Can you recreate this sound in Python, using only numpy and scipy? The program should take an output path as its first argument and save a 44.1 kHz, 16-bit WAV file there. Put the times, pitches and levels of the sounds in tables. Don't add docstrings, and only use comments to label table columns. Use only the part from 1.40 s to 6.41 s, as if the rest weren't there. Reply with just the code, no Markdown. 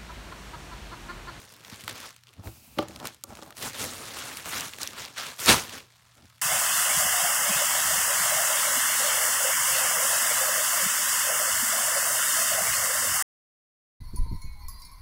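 import sys
import numpy as np
from scipy import signal
from scipy.fft import rfft, irfft
from scipy.io import wavfile
from scipy.ndimage import uniform_filter1d

SR = 44100
rng = np.random.default_rng(int(sys.argv[2]) if len(sys.argv) > 2 else 0)


def master(y):
    cut = np.clip(np.atleast_2d(y).T, -1, 1)
    pcm = np.round(cut * 32767)
    wavfile.write(sys.argv[1], SR, pcm.astype(np.int16))


N = 221161
T = np.arange(N) / SR
BANDS_HZ = 2 ** np.arange(5.25, 14.1, 1 / 3)

# (frequency [Hz], density [dB per Hz])
ROOM_SPECTRUM = [(30, -25), (60, -2), (120, -3), (200, -10), (400, -37), (1000, -18), (4000, -18),
                 (16000, -30)]
# (frequency [Hz], density [dB per Hz])
FILM_SPECTRUM = [(30, -21), (60, -6.5), (110, 5.5), (170, -5), (260, 4), (340, -6), (500, 0.5), (760, -4),
                 (1230, 1), (1750, -2), (3600, -3), (9000, -8.5), (12500, -14.5), (16000, -16)]
# (frequency [Hz], density [dB per Hz])
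CARD_SPECTRUM = [(30, -21), (65, 2.5), (180, -7), (260, 7.5), (350, 0), (750, 2), (1300, -3), (1900, -20),
                 (5000, -20), (12000, -30)]
# (frequency [Hz], density [dB per Hz])
PALM_SPECTRUM = [(600, -7), (1200, -5), (1800, -10), (2600, 2), (3400, -6.5), (4400, -2), (5600, -3),
                 (7000, -3), (10000, -2), (14500, -1.5), (16000, -2)]
# (nominal frequency [Hz], relative level [dB], t60 [s])
BOX_MODES = [(66.4, -21, 0.14), (105, -8.5, 0.11), (223, 1.5, 0.052), (321.3, 1.5, 0.13), (368, 1, 0.052),
             (420, 1.5, 0.056), (495.6, 2.5, 0.039), (576.6, 5.5, 0.093), (699.7, -11, 0.035),
             (752, -1, 0.073), (870, 5.5, 0.043), (1200, 9, 0.065), (1430, 11, 0.035)]
# (time [s], dry peak [dB], contact, at least 0.0002 in use [s])
BLOW_EVENTS = [(0.321, -37, 0.0056), (.432, -41.5, 0.006), (0.986, -36, 0.0082), (1.054, -29, 0.014),
               (1.067, -38, 0.0018), (1.08, -38, 0.0022), (1.372, -27, 0.0026), (1.3873, -14.5, 0.001),
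               (1.423, -28.5, 0.00095), (1.491, -38, 0.0017), (1.8393, -38, 0.0001),
               (1.987, -38.5, 0.00041), (2.022, -35.5, 0.00094), (2.106, -43, 0.00025),
               (4.837, -64, 0.0096)]
# (time [s], held [s], level [dB], panel rumble before its boost [dB re level])
SCRAPE_STROKES = [(.985, 0.014, -54, 9), (1.057, 0.011, -45, 1), (1.11, .25, -66.5, 11.5),
                  (1.39, 0.034, -41.5, -2), (1.48, 0.097, -53, 7.5), (1.609, 0.054, -40.5, -5),
                  (1.894, 0.048, -46, 1), (1.97, 0.017, -51, -4), (2.027, 0.0085, -53, -5),
                  (2.068, 0.0069, -50, 3), (2.11, 0.017, -53, -17), (4.78, .012, -55, -7),
                  (4.825, 0.022, -68.5, 19)]
# (time [s], held [s], level [dB])
PALM_STROKES = [(1.045, 0.376, -54), (1.065, 0.0095, -54)]
# (time [s], dry peak [dB], pitch [Hz], width, half the 1/e distance [octaves])
SNAP_EVENTS = [(0.1387, -32.5, 6300, 1.1), (0.2486, -31, 3150, 0.6), (0.4384, -28, 4800, .9),
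               (0.4792, -16.5, 1830, 0.67), (0.496, -20.5, 3993, 0.76), (0.6635, -28, 4500, 1.7),
               (0.7638, -33.5, 5300, 0.96), (0.8361, -38.5, 4930, 0.82), (0.8705, -38, 3095, .56),
               (0.8904, -40.5, 4010, 0.4), (1.073, -32.5, 1950, 0.72), (1.3862, -18.5, 2600, 0.45),
               (1.3888, -17, 2940, 0.32), (1.4269, -32, 2890, 2.15), (1.4843, -28, 4700, 0.89),
               (1.561, -27.5, 5100, 0.59), (1.6005, -27.5, 2213, 1.08), (1.6549, -18, 3600, 1.2),
               (1.6714, -16.5, 7000, 0.92), (1.7457, -37, 8300, 0.29), (1.838, -17.5, 8690, 0.65),
               (1.9529, -30.5, 3886, 0.85), (1.971, -33, 3530, 0.77), (2.0245, -30.5, 3600, 0.61),
               (2.0315, -32.5, 3600, 0.74), (2.1062, -28, 4673, 1.3), (2.125, -36, 2804, 0.52),
               (2.1685, -27, 4700, 1), (2.4415, -17, 4470, 1.4), (2.971, -18, 6301, 0.72),
               (3.208, -17.5, 5609, .64), (3.3354, -26.5, 3000, 0.32), (3.386, -23, 3804, 1.36),
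               (3.417, -17, 5647, 0.54), (3.4319, -14.5, 6800, 0.54), (3.4744, -17, 4596, 0.59),
               (3.9936, -22, 3379, 0.94), (4.06, -11, 7400, 0.41)]
# (time [s], held [s], level [dB], flapping bass [dB re level], sharp treble [dB re level])
FILM_TUGS = [(0.0, .04, -53, -5.5, -3), (0.08, 0.16, -57, -6.5, -5), (0.25, 0.25, -52, -7.5, -5),
             (0.32, .02, -48, -12, -10), (0.49, 0.018, -43.5, -3.5, -12), (0.555, 0.11, -45, -13, -7),
             (0.88, 0.16, -65, -4, -10), (1.39, .015, -44, -3, -28), (1.489, 0.11, -56, -8, -3),
             (1.655, 0.0079, -43, -7, -5.5), (1.89, 0.18, -57.5, -10, -1), (2.182, 0.028, -46, -5, 1.5),
             (2.227, .04, -36.5, -7, -2.5), (2.345, 0.65, -42, -8, -3.5), (2.4, 0.047, -37.5, -5, -2.5),
             (2.77, .12, -42, -15, -3), (2.96, 0.073, -48, -12, -1.5), (3.06, .2, -39, -8.5, -2),
             (3.125, 0.061, -35.5, -18, -7.5), (3.33, .1, -50, -8.5, -5), (3.49, 0.2, -47.5, -7.5, -6.5),
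             (3.41, 0.023, -40, -9.5, -4), (3.58, 0.045, -40, -13.5, -5), (3.78, 0.021, -35, -17, -9.5),
             (3.825, 0.069, -39.5, -13.5, -7), (4.005, .05, -36.5, -13, -0.5), (4.092, .006, -14.5, -8, -4),
             (4.25, .13, -47, -9, -4), (4.33, 0.0084, -40.5, -7.5, -9), (4.5, 0.49, -63, -18.5, -5.5)]

ROOM_DB, HUM_HZ, HUM_PEAK_DB = -65.5, 119.6, -64.5
CARD_RISE_DB_PER_S, CARD_STOP_DB_PER_S = 744, 450
FILM_RISE_DB_PER_S, FILM_SETTLE_DB_PER_S = 600, 205
SAG_DB_PER_S = 5
BILLOW_LAG_S = 0.0056
SHIVER_T60_S = 0.012
STRAY_PER_S, STRAY_HZ, STRAY_SCATTER_OCTAVES, STRAY_WIDTH_OCTAVES = 28, 4480, 0.51, 0.84
STRAY_DB, STRAY_SPREAD_DB, STRAY_FOLLOW_DB_PER_DB = -26, 1.5, 0.78
TOP_HZ = 16100


def undb(db):
    return 10 ** (np.asarray(db) / 20)


def colour(spectrum, hz):
    f, db = np.transpose(spectrum)
    return undb(np.interp(np.log(hz + 1), np.log(f), db))


def band(x, lo_hz, hi_hz):
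    return signal.sosfilt(signal.butter(2, [lo_hz, hi_hz], "band", fs=SR, output="sos"), x + 1e-18)


def noise(spectrum):
    size = 2 ** 18
    gain = colour(spectrum, np.fft.rfftfreq(size, 1 / SR))
    x = irfft(rfft(rng.standard_normal(size)) * gain)[:N]
    return x / x.std()


def walk(rate_hz):
    return 1.2 * np.interp(T * rate_hz, np.arange(4096), rng.standard_normal(4096))


def stroke(s, held_s, rise_db_per_s, fall_db_per_s):
    early = np.maximum(s - T, 0)
    late = np.maximum(T - s - held_s, 0)
    sag_db = SAG_DB_PER_S * np.clip(T - s, 0, held_s)
    return undb(-rise_db_per_s * early - sag_db - fall_db_per_s * late)


def crackle(rate_per_s, spread_db, tint_db, spectrum, steady_s):
    at = np.flatnonzero(rng.random(N) < rate_per_s / SR)
    size = undb(spread_db * np.minimum(rng.exponential(size=N)[at], 4.6))
    energy = uniform_filter1d(np.bincount(at, size ** 2, N), int(steady_s * SR))
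    size = size / np.sqrt(energy[at])
    weight = colour(spectrum, BANDS_HZ) * np.sqrt(BANDS_HZ)
    rows = []
    for hz, gain in zip(BANDS_HZ, weight / np.linalg.norm(weight)):
        tint, sign = rng.standard_normal((N // 2, 2))[:len(at)].T
        clicks = np.bincount(at, size * np.sign(sign) * undb(tint_db * tint), N)
        ring = band(clicks, hz / 1.17, hz * 1.17)
        rows.append(gain * ring / ring.std())
    return np.array(rows)


def room_tone():
    hum = undb(HUM_PEAK_DB) * np.sin(2 * np.pi * HUM_HZ * T)
    return undb(ROOM_DB) * noise(ROOM_SPECTRUM) + hum


def echoes(x, t60_s, wet_db, gap_s, dull_hz):
    t = T[:SR // 2]
    tail = rng.standard_normal(len(t)) * 1000 ** (-t / t60_s) * (t > gap_s)
    pole = np.exp(-2 * np.pi * dull_hz / SR)
    tail = signal.lfilter([1 - pole], [1, -pole], tail / np.linalg.norm(tail))
    return x + undb(wet_db) * signal.fftconvolve(x, tail)[:N]


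def box_ring():
    t = T[:SR // 3]
    ring = np.zeros(len(t))
    for k, (hz, db, t60_s) in enumerate(BOX_MODES):
        detuned_hz = hz * (1 + 0.02 * rng.standard_normal())
        decay = np.exp(-np.log(1000) * t / t60_s)
        ring += (-1) ** k * undb(db) * np.sin(2 * np.pi * detuned_hz * t) * decay
    return ring


def blows():
    out, t = np.zeros(N + SR), T[:SR // 3]
    for s, db, contact_s in BLOW_EVENTS:
        push = np.sin(np.pi * np.minimum(t / max(contact_s, 0.0002), 1)) ** 2
        thud = signal.fftconvolve(box_ring(), push)[:len(t)]
        i = int(s * SR)
        out[i:i + len(t)] += undb(db) * thud / abs(thud).max()
    return out[:N]


def cardboard():
    slips = crackle(900, spread_db=4.5, tint_db=-1.5, spectrum=CARD_SPECTRUM, steady_s=0.23)
    low = np.clip(np.log2(300 / BANDS_HZ), 0, 1)
    rasp, rumble = (1 - low) @ slips, low @ slips
    rub = np.zeros(N)
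    for s, held_s, db, rumble_db in SCRAPE_STROKES:
        gain = undb(db) * stroke(s, held_s, CARD_RISE_DB_PER_S, CARD_STOP_DB_PER_S)
        rub += gain * (rasp + undb(rumble_db + 7.0) * rumble)
    hollow = signal.fftconvolve(rub, box_ring())[:N]
    return rub + undb(-14) * hollow * rub.std() / hollow.std()


def palm():
    hiss = noise(PALM_SPECTRUM)
    hiss = hiss + 0.13 * walk(25.0) * band(hiss, 6000, 16000)
    pressure = np.zeros(N)
    for s, held_s, db in PALM_STROKES:
        pressure += undb(db) * stroke(s, held_s, CARD_RISE_DB_PER_S, CARD_STOP_DB_PER_S)
    return hiss * pressure * undb(0.94 * walk(41.05))


def film_motion():
    power = np.full((3, N), 1e-12)
    for s, held_s, db, bass_db, treble_db in FILM_TUGS:
        tug = stroke(s, held_s, FILM_RISE_DB_PER_S, FILM_SETTLE_DB_PER_S)
        power += np.outer(undb([db, db + bass_db, db + treble_db]) ** 2, tug ** 2)
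    body, bass, treble = np.sqrt(power)
    return body, np.interp(T - BILLOW_LAG_S, T, bass), treble


def stray_snaps(body):
    gap, size, pitch = rng.standard_normal((256, 3)).T
    times = np.cumsum(gap ** 2) / STRAY_PER_S
    motion_db = 20 * np.log10(np.interp(times, T, body)) + 40
    levels_db = STRAY_DB + STRAY_FOLLOW_DB_PER_DB * motion_db + STRAY_SPREAD_DB * size
    pitches_hz = STRAY_HZ * 2 ** (STRAY_SCATTER_OCTAVES * pitch)
    rows = zip(times, levels_db, pitches_hz)
    return [(s, db, hz, STRAY_WIDTH_OCTAVES) for s, db, hz in rows if s < T[-1]]


def snaps(body):
    out, t = np.zeros(N + SR), T[:4096]
    f = np.fft.rfftfreq(len(t), 1 / SR) + 1
    rows = SNAP_EVENTS + stray_snaps(body)
    shivers = rng.standard_normal((320, len(t)))
    for (s, db, hz, octaves), shiver in zip(rows, shivers):
        hump = np.exp(-(np.log2(f / hz) / (2 * octaves)) ** 2) * np.sqrt(hz / f) + undb(-19)
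        cepstrum = irfft(np.log(hump))[:len(t) // 2]
        response = np.exp(rfft(2 * cepstrum, len(t)))
        push = 0.3 * shiver * np.exp(-np.log(1000) * t / SHIVER_T60_S)
        push[0] = 1
        crack = irfft(rfft(push) * response)
        i = int(s * SR)
        out[i:i + len(t)] += undb(db) * crack / abs(crack).max()
    return out[:N]


def wrap(body, bass, treble):
    rate_per_s = np.clip(8000 * (body / undb(-40)) ** 0.7, 500, SR / 2)
    fine = crackle(rate_per_s, spread_db=2.5, tint_db=4.5, spectrum=FILM_SPECTRUM, steady_s=0.027)
    coarse = crackle(170, spread_db=5.0, tint_db=4.5, spectrum=FILM_SPECTRUM, steady_s=0.14)
    clicks = fine + undb(-10.0) * coarse
    clicks = np.array([row * undb(2.38 * walk(45)) for row in clicks])
    low = np.clip(np.log2(900 / BANDS_HZ), 0, 1)
    high = np.clip(np.log2(BANDS_HZ / 4500), 0, 1)
    sheet = body * ((1 - low - high) @ clicks)
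    sheet += undb(8.5) * bass * (low @ clicks)
    sheet += undb(5.0) * treble * (high @ clicks)
    return sheet * undb(1.5)


def scene():
    body, bass, treble = film_motion()
    near = wrap(body, bass, treble) + blows() + cardboard() + palm() + snaps(body)
    wet = echoes(near, t60_s=0.32, wet_db=-20.5, gap_s=0.012, dull_hz=7000)
    return (wet + room_tone())[None]


def record(dry):
    x = signal.sosfilt(signal.butter(4, 38, "high", fs=SR, output="sos"), dry)
    top_cut = signal.ellip(10, 0.2, 70, TOP_HZ, fs=SR, output="sos")
    return signal.sosfilt(top_cut, np.tanh(x))


dry = scene()
out = record(dry)
master(out)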